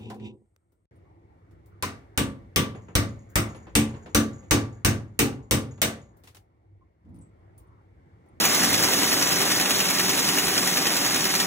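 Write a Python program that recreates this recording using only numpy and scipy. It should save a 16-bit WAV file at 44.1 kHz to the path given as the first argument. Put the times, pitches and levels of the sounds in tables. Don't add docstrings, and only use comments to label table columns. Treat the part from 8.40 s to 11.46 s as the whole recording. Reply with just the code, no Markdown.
import sys
import numpy as np
from scipy import signal
from scipy.fft import rfft, irfft, dct, next_fast_len
from scipy.io import wavfile
from scipy.ndimage import uniform_filter1d, map_coordinates

SR = 44100
rng = np.random.default_rng(int(sys.argv[2]) if len(sys.argv) > 2 else 0)


def dump(signal):
    limited = np.clip(np.atleast_2d(signal).T, -1, 1)
    pcm = np.round(limited * 32767).astype(np.int16)
    wavfile.write(sys.argv[1], SR, pcm)


def field_ratio(decibels):
    return 10 ** (np.asarray(decibels, dtype=float) / 20)


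N = 134946


def rms_one(x):
    return x / np.sqrt(np.mean(x ** 2) + 1e-20)


def at_hz(points, hz):
    p = np.array(points)
    return np.interp(np.log(hz + 1), np.log(p[:, 0]), p[:, 1])


def shape(x, gain):
    return irfft(rfft(x) * gain(np.fft.rfftfreq(N, 1 / SR)), N)


def drift(rate):
    knots = rng.standard_normal(400)
    return map_coordinates(knots, [np.arange(N) / SR * rate * 2 + 2], order=3)


def resonate(x, hz, width_hz):
    r = np.exp(-np.pi * width_hz / SR)
    top = np.array([1, 0, -1]) * (1 - r * r) / 2
    ring = [1, -2 * r * np.cos(2 * np.pi * hz / SR), r * r]
    return signal.lfilter(top, ring, x + 1e-18)


def dying(start_s, level_db, t60_s):
    kicks = np.zeros(N + SR)
    places = (np.clip(start_s + .5, 0, 3.5) * SR).astype(int)
    np.add.at(kicks, places, field_ratio(level_db) ** 2)
    power = signal.lfilter([1], [1, -field_ratio(-120 / (t60_s * SR))], kicks)
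    return power[SR // 2:SR // 2 + N]


def shaking(level_db):
    # start_s (into the cycle), strength_db, rattle_t60_s
    contacts = [
        (.0005, -3.5, 0.37),
        (.011, -23, 0.036),
        (.020, -37, 0.045),
        (0.038, 0, 0.097),
        (0.05, 4, 0.1),
        (.058, -10.5, 0.07),
        (0.065, -4.5, 0.03),
        (.075, -40.5, 0.054),
        (0.087, -3.5, 0.11),
    ]
    # start_s, peak_db
    slams = [(0.0408, -14), (0.1471, -36), (0.2352, -10), (0.329, -11), (0.4276, -12), (0.7167, -25),
             (0.813, -15), (1.0028, -16), (1.1024, -21), (1.197, -18), (1.2956, -21), (1.4036, -10.5),
             (1.5934, -12), (1.684, -20), (1.776, -11.5), (1.8746, -32), (1.9744, -13), (2.169, -18),
             (2.262, -25), (2.371, -15), (2.4563, -22), (2.647, -14), (2.744, -10), (2.9386, -10)]
    handovers_per_s = 10.34
    jitter_s, spread_db = .0005, 0.2
    constant_rattle_db = -2
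    slam_gain_db, slam_t60_s = 8.5, 0.045

    turns = np.arange(-2, 32) / handovers_per_s
    power = field_ratio(constant_rattle_db) ** 2
    for start_s, strength_db, t60_s in contacts:
        late, harder = rng.standard_normal((2, len(turns)))
        times = turns + start_s + jitter_s * late
        power = power + dying(times, strength_db + spread_db * harder, t60_s)
    loop = field_ratio(level_db) * rms_one(np.sqrt(power))
    slam_s, slam_db = np.transpose(slams)
    slam_power = dying(slam_s, slam_db - 20.5 + slam_gain_db, slam_t60_s)
    return np.sqrt(loop ** 2 + slam_power)


def strikes(shake, per_s, spread_db, widths_hz, pitches_hz, patch_db):
    patch_s = .05
    count = len(pitches_hz)
    sizes = field_ratio(spread_db * np.minimum(rng.exponential(1, N), 5)) * rng.choice([-1, 1], N)
    blows = sizes * (rng.random(N) < per_s / SR) * shake
    dealt = rng.integers(0, count, N)
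    patches = uniform_filter1d(rng.standard_normal((count, 400)), size=1 + count // 40, axis=0)
    patches = rms_one(patches)
    patch_now = (np.arange(N) / SR / patch_s).astype(int) % patches.shape[1]
    blows *= field_ratio(patch_db * patches[dealt, patch_now])
    total = np.zeros(N)
    for k, (hz, width_hz) in enumerate(zip(pitches_hz, widths_hz)):
        total += resonate(blows * (dealt == k), hz, width_hz) * np.sqrt(hz / width_hz)
    return rms_one(total)


def clatter(shake):
    # pitch_hz, level_db (per Hz)
    clatter_colour = [(50, -71), (600, -5.5), (1900, 1.5), (3300, 0.5), (5600, 3), (7600, -1.5),
                      (11000, -4), (15800, -7)]
    ticks_per_s, tick_spread_db, tick_patch_db, tick_cycles = 7000, 2.0, .8, 13
    pings_per_s, ping_spread_db, ping_patch_db, ping_t60_s = 2500, 1.8, 3.5, .05
    tick_db, ping_db, hiss_db, clatter_db = -5.5, -9, -6, 3.5

    dull_hz = np.geomspace(600, 16000, num=24)
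    clear_hz = np.geomspace(900, 15500, num=90) * rng.uniform(.985, 1.015, 90)
    dull_widths_hz = 2.6 * dull_hz / tick_cycles
    clear_widths_hz = np.full(len(clear_hz), 1.2 / ping_t60_s)
    ticks = strikes(shake, ticks_per_s, tick_spread_db, dull_widths_hz, dull_hz, tick_patch_db)
    pings = strikes(shake ** 1.5, pings_per_s, ping_spread_db, clear_widths_hz, clear_hz, ping_patch_db)
    hiss = shake * rng.standard_normal(N)
    size = np.sqrt(np.mean(shake ** 2))
    mix = size * (field_ratio(tick_db) * ticks + field_ratio(ping_db) * pings) + field_ratio(hiss_db) * hiss
    coloured = shape(mix, lambda hz: field_ratio(at_hz(clatter_colour, hz)))
    return field_ratio(clatter_db) * size * rms_one(coloured)


def rumble(level_db, shake):
    # pitch_hz, level_db (per Hz)
    rumble_colour = [(25, -50), (45, -30.5), (80, -10), (190, -1.5), (300, -0.5), (450, -3.5), (900, -7),
                     (2500, -21)]
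    rumble_db, follows, patchy_db, throb_power = -29.5, 1.9, 1.13, 0.68

    noise = rms_one(shape(rng.standard_normal(N), lambda hz: field_ratio(at_hz(rumble_colour, hz))))
    patchy = np.zeros(N)
    for k in range(-1, 10):
        octave = shape(noise, lambda hz: np.clip(1 - abs(np.log2(hz / 30 + 1e-9) - k), 0, 1))
        patchy += octave * field_ratio(patchy_db * drift(5.6))
    throb = (shake / field_ratio(level_db)) ** throb_power
    return field_ratio(rumble_db + follows * (level_db - level_db.mean())) * throb * patchy


def hum():
    # pitch_hz, width_hz, level_db (rms), left_minus_right_db
    gear_tones = [(184, 18, -42, 1.5), (281, 40, -42, 1.5), (387, 14, -44, .1), (766, 22, -44.5, -2.5),
                  (1145, 80, -47, -1.5), (1880, 300, -44, .1)]
    total = np.zeros((2, N))
    for hz, width_hz, level_db, pan_db in gear_tones:
        once = resonate(rng.standard_normal(N), hz, width_hz)
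        tone = rms_one(resonate(once, hz, width_hz))
        total += field_ratio(level_db) * tone * field_ratio(np.array([[pan_db / 2], [-pan_db / 2]]))
    return total


def knocks():
    # start_s, peak_db, ring_hz, brightness_db
    knock_table = [(0.0427, -9.5, 1510, 4), (0.0925, -18, 2120, 1), (0.2169, -8, 1860, -1),
                   (0.2355, -5, 1750, -3), (0.3283, -13, 1910, -5), (0.4264, -8, 1760, -6),
                   (0.4867, -19, 1270, -6), (0.6216, -9, 1730, -10), (0.7153, -7, 2250, 0),
                   (0.8118, -12, 1870, 1), (0.9193, -12, 1900, 1), (1.0043, -14, 1990, -3),
                   (1.0174, -8, 2850, -3), (1.1049, -8.5, 1990, -1), (1.1987, -11, 2434, -3),
                   (1.2945, -12, 1580, -8), (1.3064, -6, 2370, 2), (1.3473, -3, 3880, -5),
                   (1.4022, -6, 2050, -14), (1.487, -6, 2400, -1), (1.5955, -8.5, 1680, 1),
                   (1.6868, -17, 2070, 4), (1.735, -13, 1780, -3), (1.7784, -12, 2820, -4),
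                   (1.7927, -16, 1880, -3), (1.8741, -17, 3600, 2), (1.8896, -4, 2830, -1),
                   (1.9732, -9, 1620, -3), (2.0203, -16, 1780, -5), (2.0682, -22, 1520, -9),
                   (2.082, -24, 2700, 5), (2.166, -11, 2020, -1), (2.2618, -15, 1980, -3),
                   (2.2737, -16, 1620, -7), (2.371, -6, 2660, -3.5), (2.4563, -21, 1880, -3),
                   (2.5534, -15, 1850, -3), (2.649, -14, 1350, -3), (2.7077, -9.5, 1530, 1),
                   (2.7455, -20, 1890, -3), (2.8404, -12, 3036, -6), (2.8543, -14, 1720, -7),
                   (2.9397, -17, 1180, -3)]
    knock_db, t60_s, width_hz, edge_hz = -9.5, 0.041, 450, 5000

    out, length = np.zeros(N + SR), SR // 20
    fade = field_ratio(-60 * np.arange(length) / SR / t60_s)
    bright_filter = signal.butter(2, edge_hz, "high", fs=SR, output="sos")
    for start_s, peak_db, ring_hz, bright_db in knock_table:
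        noise = rng.standard_normal(length)
        ring = resonate(noise * fade, ring_hz, width_hz)
        crack = signal.sosfilt(bright_filter, noise * fade ** 2)
        knock = ring / abs(ring).max() + field_ratio(bright_db) * crack / abs(crack).max()
        first = int(start_s * SR)
        out[first:first + length] += field_ratio(peak_db + knock_db) * knock
    return out[:N]


def cracks():
    # start_s, peak_db, ring_hz
    crack_table = [
        (.4268, -11, 7000),
        (1.4028, -13, 5800),
    ]
    t60_s, width_hz = .02, 1500

    out, length = np.zeros(N), SR // 40
    fade = field_ratio(-60 * np.arange(length) / SR / t60_s)
    for start_s, peak_db, ring_hz in crack_table:
        ring = resonate(rng.standard_normal(length) * fade, ring_hz, width_hz)
        first = int(start_s * SR)
        out[first:first + length] += field_ratio(peak_db) * ring / abs(ring).max()
    return out


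def shop(x):
    shop_t60_s, wall_cut_hz = 0.31, 5500
    size = next_fast_len(N + SR)
    w = 2 * np.pi * np.fft.rfftfreq(size)
    dull = 1 / (1 + 1j * w * SR / (2 * np.pi * wall_cut_hz))
    spectrum = rfft(x, size)
    sides = []
    for lags_s in rng.uniform(.02, .06, (2, 8)):
        echoes = 0
        for lag_s in lags_s:
            once = field_ratio(-60 * lag_s / shop_t60_s) * dull * np.exp(-1j * w * lag_s * SR)
            echoes = echoes + once / (1 - once)
        sides.append(irfft(spectrum * echoes, size)[:N])
    return np.array(sides)


def ports(direct, other):
    # pitch_hz, right_leads_radians
    port_phase = [(120, .05), (500, .9), (1050, .9), (1500, -.1), (4680, -3.14), (6900, -6.28),
                  (8960, -9.42), (15160, -18.85)]
    # pitch_hz, share (0-1)
    diffuse = [(40, .08), (120, 0), (400, .2), (900, .55), (1600, .3), (3600, .5), (4700, .09),
               (15000, .065)]
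    # pitch_hz, left_minus_right_db
    port_balance = [(40, 1.5), (150, -0.7), (380, 2.5), (700, -3.5), (1300, -2), (3000, -0.3), (6000, 0.1)]

    hz = np.fft.rfftfreq(N, 1 / SR)
    phase = np.interp(hz, *np.transpose(port_phase))
    balance_db = at_hz(port_balance, hz)
    share = np.clip(at_hz(diffuse, hz), 0, 1) / 2
    out = []
    for way in (-1, 1):
        turn = field_ratio(-way * balance_db / 2) * np.exp(.5j * way * phase)
        common = shape(direct, lambda _: turn * np.sqrt(1 - share))
        differing = shape(other, lambda _: turn * np.sqrt(share))
        out.append(common + way * differing)
    return np.array(out)


def scene():
    # start_s, level_db
    nearness = [(0, -24), (.5, -25), (1.0, -25.5), (1.6, -26), (2.299, -26), (3.06, -27)]
    hum_follows, shop_db = .3, -25.5

    level_db = np.interp(np.arange(N) / SR, *np.transpose(nearness))
    shake = shaking(level_db)
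    direct = clatter(shake) + rumble(level_db, shake)
    other = clatter(shake) + rumble(level_db, shake)
    machine = ports(direct + knocks() + cracks(), other)
    gears = field_ratio(hum_follows * (level_db - level_db.mean())) * hum()
    to_walls = shape(direct, lambda hz: hz ** 2 / (hz ** 2 + 300 ** 2))
    return machine + gears + field_ratio(shop_db) * shop(to_walls)


def joint_stereo(x):
    band_edges = np.r_[80, 88, 96, 108, 120, 132, 144, 160, 176, 196, 216, 240, 264, 292, np.arange(320, 800, 32)]
    block, block_start = 1024, 888
    kept_whole_s = 1.88
    weak_sum_db, weak_difference_db, residue_db = -7.2, -5.5, -48
    hole_db, hole_rise_db_per_khz, lowest_hole_line = -8.6, .33, 20
    dead_zone_share = .14

    pad = 2 * block - block_start
    window = np.sin(np.pi * (np.arange(2 * block) + .5) / (2 * block))
    parts = np.pad([x[0] + x[1], x[0] - x[1]], ((0, 0), (pad, 2 * block))) / 2
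    index = np.arange(0, N + pad, block)[:, None] + np.arange(2 * block)
    a, b, c, d = np.split(parts[:, index] * window, 4, axis=-1)
    folded = np.concatenate([-c[..., ::-1] - d, a - b[..., ::-1]], -1)
    lines = dct(folded, type=4, norm="ortho")

    number = np.arange(block)
    groups = uniform_filter1d(lines ** 2, size=8)[..., 4::8].repeat(8, -1)
    around = uniform_filter1d(lines ** 2, size=64)
    faint_db = hole_db + hole_rise_db_per_khz * number / block * SR / 2000
    lines *= (groups > around * field_ratio(2 * faint_db)) | (number < lowest_hole_line)

    spared = abs(index[:, block] - pad - kept_whole_s * SR) < block / 2
    weak = field_ratio([[2 * weak_sum_db], [2 * weak_difference_db]])
    for low, high in zip(band_edges, band_edges[1:]):
        band = lines[..., low:high]
        power = (band ** 2).mean(-1)
        heard = abs(band) > dead_zone_share * np.sqrt(power)[..., None]
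        strong = (power > power[::-1] * weak) | spared
        lines[..., low:high] *= heard * np.maximum(strong, field_ratio(residue_db))[..., None]

    u, v = np.split(dct(lines, type=4, norm="ortho"), 2, axis=-1)
    unfolded = np.concatenate([v, -v[..., ::-1], -u[..., ::-1], -u], -1) * window
    out = np.zeros_like(parts)
    for part, blocks in zip(out, unfolded):
        np.add.at(part, index, blocks)
    mid, side = out[:, pad:pad + N]
    return np.array([mid + side, mid - side])


def band_limit(x):
    return signal.sosfilt(signal.butter(12, 17020, fs=SR, output="sos"), x)


def record(dry):
    rounding_top, cutoff_hz = .9, 15740
    rounded = rounding_top * np.tanh(dry / rounding_top)
    cut = [shape(side, lambda hz: np.clip((cutoff_hz + 60 - hz) / 60, 0, 1) ** 3) for side in rounded]
    finished = joint_stereo(np.array(cut))
    return band_limit(finished)


dry = scene()
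out = record(dry)
dump(out)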